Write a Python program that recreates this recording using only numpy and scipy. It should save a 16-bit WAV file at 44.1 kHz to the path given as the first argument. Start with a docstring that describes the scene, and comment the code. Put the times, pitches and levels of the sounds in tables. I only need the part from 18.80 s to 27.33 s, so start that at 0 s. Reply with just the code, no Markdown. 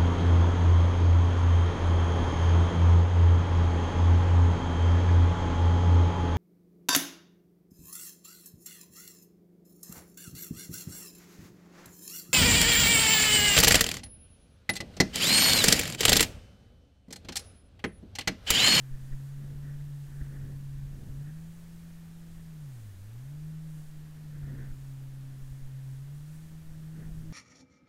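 """A personal watercraft runs over choppy water for 8.5 s, heard through a sealed camera case on the rider's head.
First come wave thumps and windy spells, over a firing tone near 140 Hz that rises to about 165 Hz in calmer air.
Near 4 s the throttle is let go: the tone sags to about 90 Hz and climbs back. Near 5.6 s thumps and wind return.
From 7.3 s the tone rises again, with late gusts and thumps. Faint spray, hiss and a trace of whine run throughout.
The tone is a sum of sines, wind and spray are shaped noise, and each thump is one pressure swing plus a rattle."""
import sys
import numpy as np
from scipy import signal
from scipy.fft import rfft, irfft
from scipy.io import wavfile
from scipy.ndimage import uniform_filter1d

SR = 44100
rng = np.random.default_rng(int(sys.argv[2]) if len(sys.argv) > 2 else 0)


def dump(signal):
    """Clip the signal to [-1, 1] and save it as 16-bit WAV at the path in sys.argv[1]."""
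    limited = np.clip(np.atleast_2d(signal).T, -1, 1)
    pcm = np.round(limited * 32767).astype(np.int16)
    wavfile.write(sys.argv[1], SR, pcm)


N = 375983  # length in samples

# Levels in the tables are relative: the sources below add trims and small wavers.
# Exhaust partials: multiple of the firing rate, level_db, speed_gain_db (dB per octave of engine speed)
EXHAUST_PARTIALS = [(.5, -23.5, 33), (1, 0.5, 0.5), (1.5, -34, 9), (2, -24, -4.5), (2.5, -38.5, 8),
                    (3, -41, 5), (4, -44, -1)]
# Engine speed, set by the throttle: time_s, firing_rate_hz
ENGINE_SPEED = [(0, 130.9), (.2, 132.3), (.45, 138.5), (1.0, 143.3), (1.55, 138.7), (2.37, 138),
                (2.6, 162.7), (2.8, 168), (3.68, 163.3), (3.83, 148), (4.0, 113), (4.17, 90.5),
                (4.53, 147.4), (4.67, 156.2), (4.85, 159), (5.0, 153.4), (5.45, 152.5), (5.78, 135.4),
                (7.15, 133.3), (7.6, 158), (8.53, 158.5)]
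# Loudness of the exhaust note: time_s, level_db
EXHAUST_LEVEL = [(0, -39.5), (.5, -40), (1.0, -37.5), (1.4, -39), (2.0, -37.5), (2.43, -39), (2.78, -46),
                 (3.68, -46), (3.83, -41), (4.0, -43.5), (4.33, -43), (4.66, -38), (5.42, -44),
                 (5.68, -37.5), (5.92, -41), (7.3, -38.5), (7.65, -44.5), (8.1, -40), (8.53, -39.5)]
# Brief dips of the exhaust note: centre_s, half_length_s, depth_db
EXHAUST_DIPS = [(0.236, .06, 3.5), (1.28, 0.087, 2.5), (2.22, 0.097, 9), (5.08, 0.055, 6),
                (6.752, 0.16, 2.5), (7.873, 0.06, 5.5), (8.3, 0.091, 3)]
# Edge of the note, a lift of the partials above the firing tone: time_s, lift_db
EXHAUST_EDGE = [(0, -2), (3.0, -2.5), (5.2, -1.5), (6.5, 3.5), (7.0, -1.5), (7.3, -8), (7.7, 1.5),
                (8.53, 5)]
# Spells with the head facing into the wind: start_s, end_s, rumble_db
HEADWIND_SPELLS = [(.1, 0.454, -55), (.62, 1.04, -47.5), (1.292, 1.55, -50), (1.617, 2.45, -44),
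                   (5.59, 5.995, -46.5), (8.21, 8.7, -45)]
# Gusts on the case: centre_s, half_length_s, flutter_db (low buffeting), rush_db (on the shell)
WIND_GUSTS = [(.12, 0.3, -70, -68), (.71, 0.084, -60.5, -71), (.89, 0.052, -62, -58.5),
              (1.39, 0.074, -67, -64.5), (1.56, .08, -60.5, -61.5), (1.7, 0.051, -60.5, -68),
              (2.23, 0.063, -58, -76), (2.38, 0.061, -64, -72), (2.48, 0.028, -66, -62),
              (5.55, 0.037, -66, -64.5), (5.73, .09, -58.5, -61), (5.82, 0.048, -61, -58),
              (8.21, 0.042, -58.5, -60), (8.29, 0.021, -57.5, -68), (8.48, .06, -67, -73)]
# Wind spectra, from the slowest push to the flutter: pitch_hz, level_db (per Hz)
SWAY_SPECTRUM = [(5, 1), (12, 5.5), (24, -2), (45, -12.5), (70, -14), (130, -30), (300, -73)]
RUMBLE_SPECTRUM = [(15, -4.5), (40, 4.5), (85, -2), (125, -3.5), (200, -14.5), (280, -21), (400, -28),
                   (700, -52)]
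BUFFET_SPECTRUM = [(30, -16), (90, 3), (220, 0), (280, -3), (360, -9), (500, -14), (700, -21.5),
                   (1000, -32), (2500, -59)]
# Resonances of the case shell: pitch_hz, width_hz (of one filter pass), level_db (drive)
SHELL_RESONANCES = [(1507, 450, 3.5), (1778, 390, 6.5)]
# Jolts from the waves: centre_s, peak_db, push_s (centre to peak), rattle_db
WAVE_THUMPS = [(.135, -31.5, 0.011, -56), (.230, -38, 0.01, -71), (.333, -29, 0.0094, -46),
               (1.011, -39, 0.0049, -50), (1.419, -30.5, 0.004, -43), (1.574, -47, 0.0038, -47),
               (1.956, -36, 0.0068, -70), (1.995, -36.5, 0.006, -58), (2.074, -38, 0.0031, -61),
               (2.318, -34, 0.0052, -72), (5.078, -43, 0.018, -76), (5.640, -41, 0.0034, -48),
               (5.917, -35, 0.0095, -51), (6.640, -37, 0.0095, -57), (6.718, -36.5, 0.0046, -74),
               (6.842, -36, 0.012, -68), (7.903, -41, 0.013, -67), (8.272, -39, .01, -58),
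               (8.325, -38, 0.0055, -61)]
# Sheets of spray thrown by the hull: centre_s, half_length_s, level_db
SPRAY_SPLASHES = [(.35, 0.21, -72), (1.38, 0.24, -72.5), (2.9, 0.53, -74), (4.05, .38, -72),
                  (5.02, .1, -70), (6.02, .14, -71.5), (6.7, 0.14, -71), (7.13, 0.077, -70.5),
                  (7.55, 0.19, -71.5), (8.3, .3, -75.5)]
# Spectra of the spray and of the electronic hiss: pitch_hz, level_db (per Hz)
SPRAY_SPECTRUM = [(1500, -11.5), (3000, -14), (5000, -10.5), (6800, -3.5), (7600, -5.5), (8400, -3),
                  (9400, -6.5), (10500, -5), (12000, -12.5), (16000, -9)]
HISS_SPECTRUM = [(30, -7), (200, -3), (500, 9.5), (900, 7), (1700, 4.5), (2300, 3), (3300, 2), (4500, -0.1),
                 (7000, -1), (10000, -2.5), (14500, -1.5), (15700, -15)]

# Wind left when the head is turned aside, and wake fizz between splashes (dB, before trims)
LEE_RUMBLE_DB, LEE_BUFFET_DB, LEE_RUSH_DB = -59, -71, -71
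WAKE_DB = -76.5
TIME_S = np.arange(N) / SR


def undb(db):
    """Turn decibels into a gain."""
    return 10 ** (np.asarray(db) / 20)


def unit(x):
    """Scale a signal to an rms of 1."""
    return x / np.sqrt(np.mean(x ** 2))


def curve(table):
    """Join the points of a time table with straight lines, sample by sample."""
    times, values = np.transpose(table)
    return np.interp(TIME_S, times, values)


def walk(rate_hz):
    """Wander smoothly at random: hold random steps, then smooth them twice; rms 1."""
    hold = max(int(SR / rate_hz), 2)
    steps = np.repeat(rng.standard_normal(N // hold + 1), hold)
    smooth = uniform_filter1d(uniform_filter1d(steps, hold), hold)
    return unit(smooth[:N])


def colour(x, spectrum):
    """Filter a signal by a curve of pitch and level, then scale it to rms 1."""
    hz, db = np.transpose(spectrum)
    bin_hz = np.maximum(np.fft.rfftfreq(N, 1 / SR), 1)
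    gain = undb(np.interp(np.log(bin_hz), np.log(hz), db))
    return unit(irfft(rfft(x) * gain, N))


def noise(spectrum):
    """Make random noise with the given spectrum; rms 1."""
    return colour(rng.standard_normal(N), spectrum)


def swells(table, bed_db, axis=2):
    """Make a gain of bell-shaped swells over a steady bed; their powers add."""
    power = undb(bed_db) ** 2
    for row in table:
        bell = np.exp(-((TIME_S - row[0]) / row[1]) ** 2)
        power = power + undb(row[axis]) ** 2 * bell
    return np.sqrt(power)


def engine(jitter=0.0022, hunting=0.0029, flutter_db=0.87, bob_db=0.36,
           partial_flutter_db=1.95, trim_db=-2.0, partial_follow=0.52, reference_hz=145):
    """A nearly pure firing tone wavers with the chop; unequal cylinders add half multiples of its rate."""
    firing_hz = uniform_filter1d(curve(ENGINE_SPEED), SR // 25, mode="nearest")
    # jitter and hunting are fast and slow wavers, as fractions of the firing rate
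    firings = np.cumsum(firing_hz * (1 + jitter * walk(40) + hunting * walk(9))) / SR
    octaves = np.log2(firing_hz / reference_hz)
    level_db = curve(EXHAUST_LEVEL) - dips_db() + bob_db * walk(10)
    # the weak partials swell less than the firing tone
    steadier_db = level_db.mean() + partial_follow * (level_db - level_db.mean())
    exhaust = 0
    for multiple, db, speed_gain_db in EXHAUST_PARTIALS:
        if multiple == 1:
            swell_db = level_db + flutter_db * walk(28)
        else:
            swell_db = steadier_db + partial_flutter_db * walk(28)
        edge_db = curve(EXHAUST_EDGE) if multiple > 1 else 0
        gain = undb(db + speed_gain_db * octaves + swell_db + edge_db)
        phase = 2 * np.pi * (multiple * firings + rng.random())
        exhaust = exhaust + gain * np.sin(phase)
    return np.sqrt(2) * exhaust * undb(trim_db)


def dips_db():
    """Add up the brief bell-shaped losses of the exhaust note."""
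    return sum(depth_db * np.exp(-((TIME_S - centre_s) / half_s) ** 2)
               for centre_s, half_s, depth_db in EXHAUST_DIPS)


def wind(sway_db=-51, sway_follow=0.27, rumble_trim_db=-1.5, buffet_trim_db=9.5,
         rush_trim_db=-3.5, eddy_db=1.2, rush_eddy_db=0.9, lull_db=2.0):
    """Large eddies push on the case as sway and rumble; small ones make flutter and a ringing rush."""
    eddies = walk(45)
    facing_db = headwind_db()
    # the sway follows the headwind only a little
    sway_gain = undb(sway_db + sway_follow * (facing_db - facing_db.mean()))
    sway = noise(SWAY_SPECTRUM) * sway_gain
    rumble_gain = undb(facing_db + rumble_trim_db + eddy_db * eddies + lull_db * walk(7))
    rumble = noise(RUMBLE_SPECTRUM) * rumble_gain
    buffet_gain = swells(WIND_GUSTS, LEE_BUFFET_DB) * undb(buffet_trim_db + eddy_db * eddies)
    buffet = noise(BUFFET_SPECTRUM) * buffet_gain
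    rush_gain = swells(WIND_GUSTS, LEE_RUSH_DB, axis=3) * undb(rush_trim_db + rush_eddy_db * eddies)
    rush = shell_noise() * rush_gain
    return sway + rumble + buffet + rush


def headwind_db(turn_s=.045):
    """The rumble rises as the head turns into the wind, holds, and falls as it turns away."""
    power = undb(LEE_RUMBLE_DB) ** 2
    for start_s, end_s, db in HEADWIND_SPELLS:
        turned_in = np.tanh((TIME_S - start_s) / turn_s)
        turned_away = np.tanh((TIME_S - end_s) / turn_s)
        power = power + undb(db) ** 2 * (turned_in - turned_away) / 2
    return 10 * np.log10(power)


def shell_noise():
    """Turbulence rings the case shell: noise passes twice through each resonance; rms 1."""
    ringing = 0
    for hz, width_hz, db in SHELL_RESONANCES:
        b, a = signal.iirpeak(hz, hz / width_hz, fs=SR)
        once = signal.lfilter(b, a, rng.standard_normal(N))
        ringing = ringing + undb(db) * signal.lfilter(b, a, once)
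    return unit(ringing)


def thumps(rattle_s=0.0061, lead_s=0.003, flutter_db=-5, shell_db=-14):
    """Each wave jolt swings the pressure down and up once and briefly shakes the case."""
    rattle = noise(RUMBLE_SPECTRUM)
    rattle = rattle + undb(flutter_db) * noise(BUFFET_SPECTRUM)
    rattle = rattle + undb(shell_db) * shell_noise()
    out = 0
    for centre_s, peak_db, push_s, rattle_db in WAVE_THUMPS:
        u = (TIME_S - centre_s) / push_s
        swing = u * np.exp((1 - u ** 2) / 2)  # peaks of -1 and +1 at u = -1 and +1
        # the rattle is strongest just before the middle of the swing
        shake = np.exp(-((TIME_S - centre_s + lead_s) / rattle_s) ** 2 / 2)
        out = out + undb(peak_db) * swing + undb(rattle_db) * rattle * shake
    return out


def spray(drop_spread_db=4.0, surge_db=1.0, trim_db=2.5):
    """Countless droplets of uneven size fizz thinly through the case: noise with random sample levels."""
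    drops = rng.standard_normal(N) * undb(drop_spread_db * rng.standard_normal(N))
    gain = swells(SPRAY_SPLASHES, WAKE_DB) * undb(trim_db + surge_db * walk(12))
    return colour(drops, SPRAY_SPECTRUM) * gain


def scene():
    """Add engine, wind, waves and spray at the one microphone."""
    return (engine() + wind() + thumps() + spray())[None]


def record(dry, hiss_db=-64, whine_hz=12441, whine_db=-95, top_hz=15750):
    """The camera's electronics add a steady hiss and a trace of whine; the top is cut steeply."""
    whine = np.sqrt(2) * np.sin(2 * np.pi * whine_hz * TIME_S)
    heard = dry + undb(hiss_db) * noise(HISS_SPECTRUM) + undb(whine_db) * whine
    steep_cut = signal.ellip(12, .1, 80, top_hz, fs=SR, output="sos")
    return signal.sosfilt(steep_cut, heard)


dry = scene()
out = record(dry)
dump(out)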